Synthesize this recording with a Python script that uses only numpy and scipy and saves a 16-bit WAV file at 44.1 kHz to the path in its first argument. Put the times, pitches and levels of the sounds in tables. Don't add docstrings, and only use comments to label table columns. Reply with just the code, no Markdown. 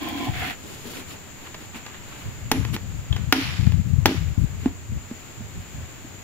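import sys
import numpy as np
from scipy import signal
from scipy.fft import rfft, irfft, next_fast_len
from scipy.io import wavfile
from scipy.ndimage import uniform_filter1d

SR = 44100
rng = np.random.default_rng(int(sys.argv[2]) if len(sys.argv) > 2 else 0)


def generate_wav(signal):
    frames = np.transpose(np.atleast_2d(signal))
    scaled = np.clip(frames, -1, 1) * 32767
    pcm = np.round(scaled).astype(np.int16)
    wavfile.write(sys.argv[1], SR, pcm)


N = 274743
T = np.arange(N) / SR

# freq_hz, correlation
PORT_LIKENESS = [(100, 0.97), (280, 0.42), (1000, 0.31), (2500, 0.18), (4500, 0.13), (12000, 0.049)]
# freq_hz, gain_db
FOLIAGE = [(30, -0.5), (100, -2), (250, 3), (500, -4), (1000, -7), (2500, -5), (4000, -11.5), (6000, -14),
           (8500, -20.5), (11000, -18.5), (14300, -15.5), (16000, -21)]
# time_s, level_db
BREEZE = [(0, -45.5), (1.7, -47.5), (2.6, -38), (4.7, -38.5), (5.2, -46), (6.23, -44)]
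# start_s, length_s, level_db, left_minus_right_db
GUSTS = [(0.276, 0.18, -36, 5), (2.251, 0.048, -33, -1), (2.425, 0.059, -36, 18), (2.563, .19, -28, 26),
         (2.815, 0.19, -34.5, 27), (3.099, .15, -28, 29), (3.273, 0.032, -25, 9), (3.423, 0.14, -31, 25),
         (3.578, 0.24, -21.5, 37), (3.846, 0.24, -24.5, 29), (4.152, 0.18, -25.5, 13.5),
         (4.381, 0.075, -19, 26), (4.492, 0.22, -34.5, 9), (4.895, 0.09, -30, 6), (5.37, 0.1, -40, -12),
         (5.55, 0.061, -35.5, -1.5), (5.742, .11, -37, -2)]
# freq_hz, gain_db
WIND_RUMBLE = [(8, -60), (25, -42), (40, 0), (62, 0), (92, 5.5), (130, -1), (200, -11.5), (300, -25.5),
               (500, -43.5), (1000, -59)]
# time_s, peak_db, pitch_hz
EDDIES = [(0.298, -12.5, 98), (2.599, -11, 95), (3.112, -9, 83), (3.599, -11.5, 88), (3.674, -3, 131),
          (3.744, -4.5, 115), (3.799, -8.5, 129), (3.937, -5, 95), (3.988, -4.5, 87), (4.38, -9, 153),
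          (4.442, -5, 104)]

# time_s, spread_s, level_db, cloth_db
BRUSHES = [(.72, 0.1, -51.5, 0.5), (0.892, 0.029, -46.5, -0.5), (0.974, 0.037, -42.5, -4),
           (1.12, 0.033, -46.5, -1), (1.46, 0.038, -46, -10.5), (1.63, 0.031, -50, -3.5),
           (1.768, .024, -42, -8), (1.91, 0.064, -48, -17), (2.17, 0.094, -48, -7.5),
           (2.639, 0.069, -46.5, -16), (2.747, 0.011, -35, -5), (3.183, 0.065, -48.5, -15),
           (4.646, 0.032, -46, -8)]
# freq_hz, gain_db
CLOTH_RUSTLE = [(120, -15), (240, 4.5), (400, 1), (600, -10), (1000, -15.5), (2000, -44)]
# freq_hz, gain_db
BRUSH_RASP = [(400, -15), (900, 3), (1600, 4), (2700, 5), (4200, -5), (6000, -31), (9000, -37.5),
              (15000, -29)]
# freq_hz, gain_db
CLOTH_SWISH = [(1000, -29), (3000, 1.5), (5300, -2), (8000, -3), (12000, -3.5), (16000, -8)]
# start_s, level_db, rise_s, tilt_db_per_octave
SPILLS = [(2.52, -38.5, 0.031, 0), (3.33, -28.5, 0.055, 3.5), (4.065, -32.5, 0.03, 2)]
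# freq_hz, gain_db
CRUMBS = [(500, -3), (1400, 0), (2400, 3), (3300, -1.5), (5600, -7.5), (8000, -24.5), (11000, -21.5),
          (15000, -35)]
# time_s, level_db, spread_s, pitch_hz
SQUEAKS = [(0.069, -42, 0.005, 1040), (0.252, -40, 0.0065, 1010), (.276, -34, 0.0075, 761),
           (3.129, -26.5, 0.0021, 3450)]
# start_s, level_db, t60_s
TAPS = [(1.544, -34.5, .04), (1.864, -35, .024), (2.6502, -29.5, 0.014), (2.7642, -27.5, 0.0074),
        (3.1264, -36, 0.035), (3.164, -30.5, 0.023), (3.668, -36, .03), (3.7213, -33, 0.0086)]
# start_s, level_db
GRIT = [(.0319, -32), (.0881, -27)]

# start_s, length_s, level_db
SHOVES = [(.008, 0.12, -34.5), (0.128, 0.079, -36), (0.209, 0.091, -32)]
# pitch_hz, width_hz, level_db
HOLLOW_MODES = [(276, 91, 7.5), (722, 114, -1.5), (790, 110, -6), (1028, 52, -2), (1830, 110, -12),
                (2310, 230, -5), (3300, 130, -4.5), (4350, 270, -17.5)]
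# freq_hz, gain_db
LINING_RASP = [(300, -45), (1300, -7), (1600, -3.5), (1820, -2.5), (2050, -1.5), (2380, -1), (2950, -2),
               (3300, 0.5), (3850, -6), (4400, -6.5), (5200, -10), (9000, -16), (15000, -15)]
# freq_hz, gain_db
HEEL_RUB = [(300, -6), (620, -13.5), (740, 3.5), (860, -10), (1050, -17), (1450, -5), (2000, -2),
            (2700, -7), (4000, -28), (8000, -33)]
# base_pitch_hz, level_db, t60_s
SHAFT_MODES = [(265, 3.5, 0.052), (421, -42, 0.12), (710, -11, 0.016), (980, -65, .03)]
# start_s, level_db, shaft_tuning_ratio
THUDS = [(1.756, -33, .9), (2.743, -22.5, 0.76), (4.6587, -9, 0.98), (4.919, -28.5, 0.72),
         (5.112, -24.5, 0.89), (5.405, -32, 0.86), (6.046, -35.5, 1)]
# start_s, slap_db, landing_s, shaft_db, shaft_tuning_ratio,
# tilt_db_per_octave, click_db, timber_hz, timber_db, body_db
KNOCKS = [(2.5155, -18, 0.0053, -15, 1.01, 0.5, -2, 845, -18.5, 3.5),
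          (3.3246, -12, 0.0045, -13.5, 1.01, 0, -7, 1477, -13, -4),
          (4.057, -10.5, 0.0044, -13, 1.09, 0, -17, 850, -14, 4)]
# freq_hz, gain_db
SLAP = [(100, -11), (260, -3), (420, -4.5), (560, -11), (820, -5), (1200, -8), (1700, -5), (2700, -4.5),
        (3800, -8), (6000, -8), (8500, -21), (12000, -16.5), (16000, -18)]
# freq_hz, gain_db
CLICK = [(500, -103), (2000, -37), (4000, 6), (6300, 10), (8500, 1), (11500, 12.5), (16000, -8)]

# freq_hz, t60_s
YARD_DECAY = [(100, 0.091), (270, 0.3), (600, 0.19), (2500, 0.21), (6000, 0.61), (14000, 0.57)]
# freq_hz, gain_db
YARD_COLOUR = [(200, -7.5), (600, 9.5), (2500, 4), (5000, -2), (8000, 1), (14000, -4.5)]
# delay_s, gain_db
HUT_ECHOES = [(.022, -0.5), (0.034, 3.5), (0.053, 2.5), (0.0597, -1.5), (.067, -19), (.086, -3)]
# freq_hz, gain_db
HUT_COLOUR = [(120, -17.5), (255, -5), (330, -7.5), (480, -15.5), (2500, -46), (5000, -41), (9000, -48)]
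# freq_hz, gain_db
OFF_AXIS = [(100, 1), (3000, 1.5), (6000, -5.5), (9000, 1.5), (15000, -7)]
# freq_hz, gain_db
LEFT_PORT = [(15, 6), (30, -26), (55, 1.5), (900, 3), (2500, 0.5), (4500, 1.5), (8000, -1), (15000, 3)]
# freq_hz, gain_db
RIGHT_PORT = [(15, 11), (30, -12), (55, 0.5), (900, 3), (2500, 1.27), (4500, 0.5), (7000, -8), (8700, -12),
              (12000, -8.5), (15000, -1.5)]


def amp(db):
    return 10 ** (np.asarray(db) / 20)


def unit_rms(x):
    return x / np.sqrt(np.mean(x ** 2) + 1e-20)


def lookup(points, hz):
    freqs, values = np.transpose(points)
    return np.interp(np.log(hz + 1), np.log(freqs + 1), values)


def add(mix, start_s, sound):
    part = mix[..., max(round(start_s * SR), 0):][..., :sound.shape[-1]]
    part += sound[..., :part.shape[-1]]


def colour(x, points, tilt_db=0):
    hz = abs(np.fft.fftfreq(4096, 1 / SR))
    octaves = np.log2(np.maximum(hz, 250) / 2000)
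    log_gain = np.log(amp(lookup(points, hz) + tilt_db * octaves))
    kernel = np.fft.ifft(np.exp(np.conj(signal.hilbert(log_gain)))).real
    kernel = kernel.reshape((1,) * (x.ndim - 1) + (-1,))
    return signal.oaconvolve(x, kernel, axes=-1)[..., :x.shape[-1]]


def resonate(x, hz, width_hz):
    b, a = signal.iirpeak(hz, hz / width_hz, SR)
    return signal.lfilter(b, a, signal.lfilter(b, a, x))


def drift(per_s):
    knots = np.arange(0, T[-1] + 1, 1 / per_s)
    return np.interp(T, knots, rng.standard_normal(len(knots)))


def swell(start_s, length_s, edge_s):
    inside_s = np.minimum(T - start_s, start_s + length_s - T)
    return np.sin(np.pi / 2 * np.clip(inside_s / edge_s + .5, 0, 1)) ** 2


def stroke(time_s, spread_s):
    return np.exp(-.5 * ((T - time_s) / spread_s) ** 2)


def diffuse():
    size = next_fast_len(N)
    common, separate = rfft(rng.standard_normal((2, size)))
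    likeness = np.clip(lookup(PORT_LIKENESS, np.fft.rfftfreq(size, 1 / SR)), -1, 1)
    blend = likeness * common + np.sqrt(1 - likeness ** 2) * separate
    left, right = irfft([common, blend], size)[:, :N]
    return np.array([left, np.roll(right, 2)])


def friction(grain_db, catch_db):
    return diffuse() * amp(grain_db * drift(900) + catch_db * drift(55))


def burst(envelope, smooth_hz=220):
    contacts = rng.choice([-1., 1.], len(envelope)) * envelope
    hz = np.fft.rfftfreq(len(contacts), 1 / SR)
    power = uniform_filter1d(abs(rfft(contacts)) ** 2, max(int(smooth_hz / hz[1]), 1))
    flat = colour(contacts, np.c_[hz, -10 * np.log10(abs(power) + 1e-9)])
    return flat / np.linalg.norm(flat)


def foliage(level_db=-45.5):
    return amp(level_db) * unit_rms(colour(diffuse(), FOLIAGE)) * amp(.5 * drift(3.47))


def insects(level_db=-45.5, pitch_hz=7075, spread_hz=774):
    size = next_fast_len(N)
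    detuning = (np.fft.rfftfreq(size, 1 / SR) - pitch_hz) / spread_hz
    band = rfft(rng.standard_normal((2, size))) / (1 + detuning ** 2) ** 2
    return amp(level_db) * unit_rms(irfft(band, size)[:, :N]) * amp(0.5 * drift(25))


def wind(swing_db=3, swings_per_s=8.3):
    breeze_db = np.interp(T, *np.transpose(BREEZE))
    waver = np.array([drift(swings_per_s) for port in range(2)])
    power = amp(breeze_db + swing_db * waver) ** 2
    for start_s, length_s, db, side_db in GUSTS:
        balance = np.array([[amp(side_db)], [1]]) * 2 / np.hypot(amp(side_db), 1)
        power += (amp(db) * balance * swell(start_s, length_s, edge_s=0.026)) ** 2
    rumble = colour(rng.standard_normal((2, N)), WIND_RUMBLE)
    rumble /= np.sqrt(uniform_filter1d(rumble ** 2, size=1800) + 0.17 * np.mean(rumble ** 2))
    out = rumble * np.sqrt(power)
    t = np.arange(-SR // 20, SR // 20) / SR
    for time_s, db, hz in EDDIES:
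        phase = np.pi * hz * t
        add(out[0], time_s + t[0], amp(db) * (1 - 2 * phase ** 2) * np.exp(-phase ** 2))
    return out


def off_axis(pair):
    return np.array([pair[0], colour(pair[1], OFF_AXIS)])


def yard(x, tail_db, build_s=0.0057):
    direct = off_axis([x, np.pad(x, (2, 0))[:N]])
    hz, t, bands = signal.stft(diffuse()[:, :SR // 2], SR, nperseg=256)
    decay = np.exp(-np.log(1000) * t / lookup(YARD_DECAY, hz)[:, None])
    tail = signal.istft(bands * decay * np.minimum(t / build_s, 1), SR, nperseg=256)[1]
    tail = colour(tail / np.linalg.norm(tail[0]), YARD_COLOUR)
    return direct + amp(tail_db) * signal.oaconvolve(x[None], tail, axes=1)[:, :N]


def hut_echoes(x):
    dull, out = colour(x, HUT_COLOUR), np.zeros(N)
    for delay_s, db in HUT_ECHOES:
        add(out, delay_s, amp(db) * dull)
    return out


def brushing(rustle_db=3.5, swish_db=4):
    rubbing = sum(amp(db) * stroke(s, spread_s) for s, spread_s, db, _ in BRUSHES)
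    cloth = sum(amp(db + cloth_db) * stroke(s, spread_s) for s, spread_s, db, cloth_db in BRUSHES)
    rustle = unit_rms(colour(friction(grain_db=3.5, catch_db=3.5), CLOTH_RUSTLE))
    rasp = unit_rms(colour(friction(grain_db=2.5, catch_db=3.0), BRUSH_RASP))
    swish = unit_rms(colour(friction(grain_db=1.5, catch_db=2.0), CLOTH_SWISH))
    return rubbing * rasp + cloth * (amp(rustle_db) * rustle + amp(swish_db) * swish)


def dirt():
    out, crumbs = np.zeros((2, N)), friction(grain_db=2.5, catch_db=1.1)
    for start_s, db, rise_s, tilt_db in SPILLS:
        age = T[:SR] / rise_s
        density = age * np.exp(1 - age)
        spray = unit_rms(colour(crumbs[:, round(start_s * SR):][:, :SR], CRUMBS, tilt_db))
        add(out, start_s, amp(db) * np.sqrt(density) * spray)
    return out


def squeaks(waver=0.098, wavers_per_cycle=.45):
    out = np.zeros(N)
    for time_s, db, spread_s, hz in SQUEAKS:
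        cycles = np.cumsum(hz * (1 + waver * drift(wavers_per_cycle * hz))) / SR
        out += amp(db) * stroke(time_s, spread_s) * np.sqrt(2) * np.sin(2 * np.pi * cycles)
    return out


def tap(t60_s, tilt_db):
    decay = np.exp(-np.log(1000) * T[:SR // 8] / t60_s)
    sound = colour(burst(decay, smooth_hz=730), SLAP, tilt_db)
    return sound / np.std(sound[:SR // 250])


def taps():
    out = np.zeros(N)
    for start_s, db, t60_s in TAPS:
        add(out, start_s, amp(db) * tap(t60_s, tilt_db=-0.8))
    for start_s, db in GRIT:
        add(out, start_s, amp(db) * tap(t60_s=.0075, tilt_db=10))
    return out


def foot_slide(judder_hz=109.3, judder_db=1, heel_start_s=0.338, heel_length_s=0.19, growth_db_per_s=9.5):
    shoves = sum(amp(db) * swell(s, length_s, edge_s=0.11) for s, length_s, db in SHOVES)
    growth = amp(growth_db_per_s * np.clip(T - heel_start_s, 0, heel_length_s))
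    squeeze = swell(heel_start_s, heel_length_s, edge_s=0.098) * growth
    rub = friction(grain_db=-3.5, catch_db=-2.5)
    hollow = unit_rms(sum(amp(db) * unit_rms(resonate(rub, hz, width)) for hz, width, db in HOLLOW_MODES))
    slips = np.cumsum(judder_hz + 25 * drift(40)) / SR
    judder = amp(judder_db * np.sin(2 * np.pi * slips))
    rasp = unit_rms(colour(judder * friction(grain_db=1.0, catch_db=1.6), LINING_RASP))
    heel_rub = unit_rms(colour(friction(grain_db=2.5, catch_db=-1.0), HEEL_RUB))
    heel = amp(-35.5) * heel_rub + amp(-36) * rasp + amp(-47) * hollow
    return shoves * (hollow + amp(-3) * rasp) + squeeze * heel


def shaft_ring(tuning, give_s=0.0021):
    t = T[:SR // 4]
    modes = sum(amp(db) * np.exp(-np.log(1000) * t / t60_s) * np.sin(2 * np.pi * hz * tuning * t)
                for hz, db, t60_s in SHAFT_MODES)
    return modes * (1 - np.exp(-t / give_s))


def thuds():
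    out = np.zeros(N)
    for start_s, db, tuning in THUDS:
        pat = amp(0.99 * db - 20) * tap(t60_s=0.018, tilt_db=-4.5)
        add(out, start_s, pat)
        add(out, start_s, amp(db) * shaft_ring(tuning))
    return out


def knocks(body_hz=485, click_gap_s=.0016):
    out, t = np.zeros(N), T[:SR // 8]
    click = colour(signal.unit_impulse(len(t)), CLICK)
    click /= abs(click).max()
    for (start_s, slap_db, landing_s, shaft_db, tuning,
         tilt_db, click_db, timber_hz, timber_db, body_db) in KNOCKS:
        landing = np.exp(-(t / landing_s) ** 4) + amp(-1.0) * np.exp(-t / 0.0073)
        slap = colour(burst(landing), SLAP, tilt_db)
        slap = colour(slap, [(body_hz, body_db), (2 * body_hz, 0)])
        add(out, start_s, amp(slap_db) * slap / np.std(slap[:SR // 100]))
        for delay_s in (0, click_gap_s):
            add(out, start_s + delay_s + 0.00027, amp(click_db) * click)
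        timber = np.exp(-t / 0.0036) * np.sin(2 * np.pi * timber_hz * t)
        add(out, start_s, amp(timber_db) * timber)
        add(out, start_s + 0.00095, amp(shaft_db) * shaft_ring(tuning))
    return out


def scene():
    hard = knocks()
    soft = thuds() + taps() + squeaks()
    blows = yard(hard, tail_db=-11.5) + hut_echoes(hard) + yard(soft, tail_db=-8.0)
    return blows + off_axis(foot_slide() + dirt()) + brushing() + wind() + foliage() + insects()


def gain_control(x, threshold_db=-18.5, duck_share=0.16, lag_s=0.016, release_db_per_s=14.5):
    power_db = 10 * np.log10(abs(uniform_filter1d((x ** 2).mean(0), size=220)) + 1e-12)
    fall_db = T * release_db_per_s
    held_db = np.maximum.accumulate(power_db + fall_db) - fall_db
    over_db = np.maximum(held_db - threshold_db, 0)
    pole = np.exp(-1 / (lag_s * SR))
    return x * amp(-duck_share * signal.lfilter([1 - pole], [1, -pole], over_db))


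def record(dry, band_limit_hz=15700):
    ports = np.array([colour(dry[0], LEFT_PORT), colour(dry[1], RIGHT_PORT)])
    clipped = np.clip(gain_control(ports), -1, 1)
    lowpass = signal.firwin(401, band_limit_hz, window=("kaiser", 8), fs=SR)
    return signal.oaconvolve(clipped, lowpass[None], "same", axes=1)


dry = scene()
out = record(dry)
generate_wav(out)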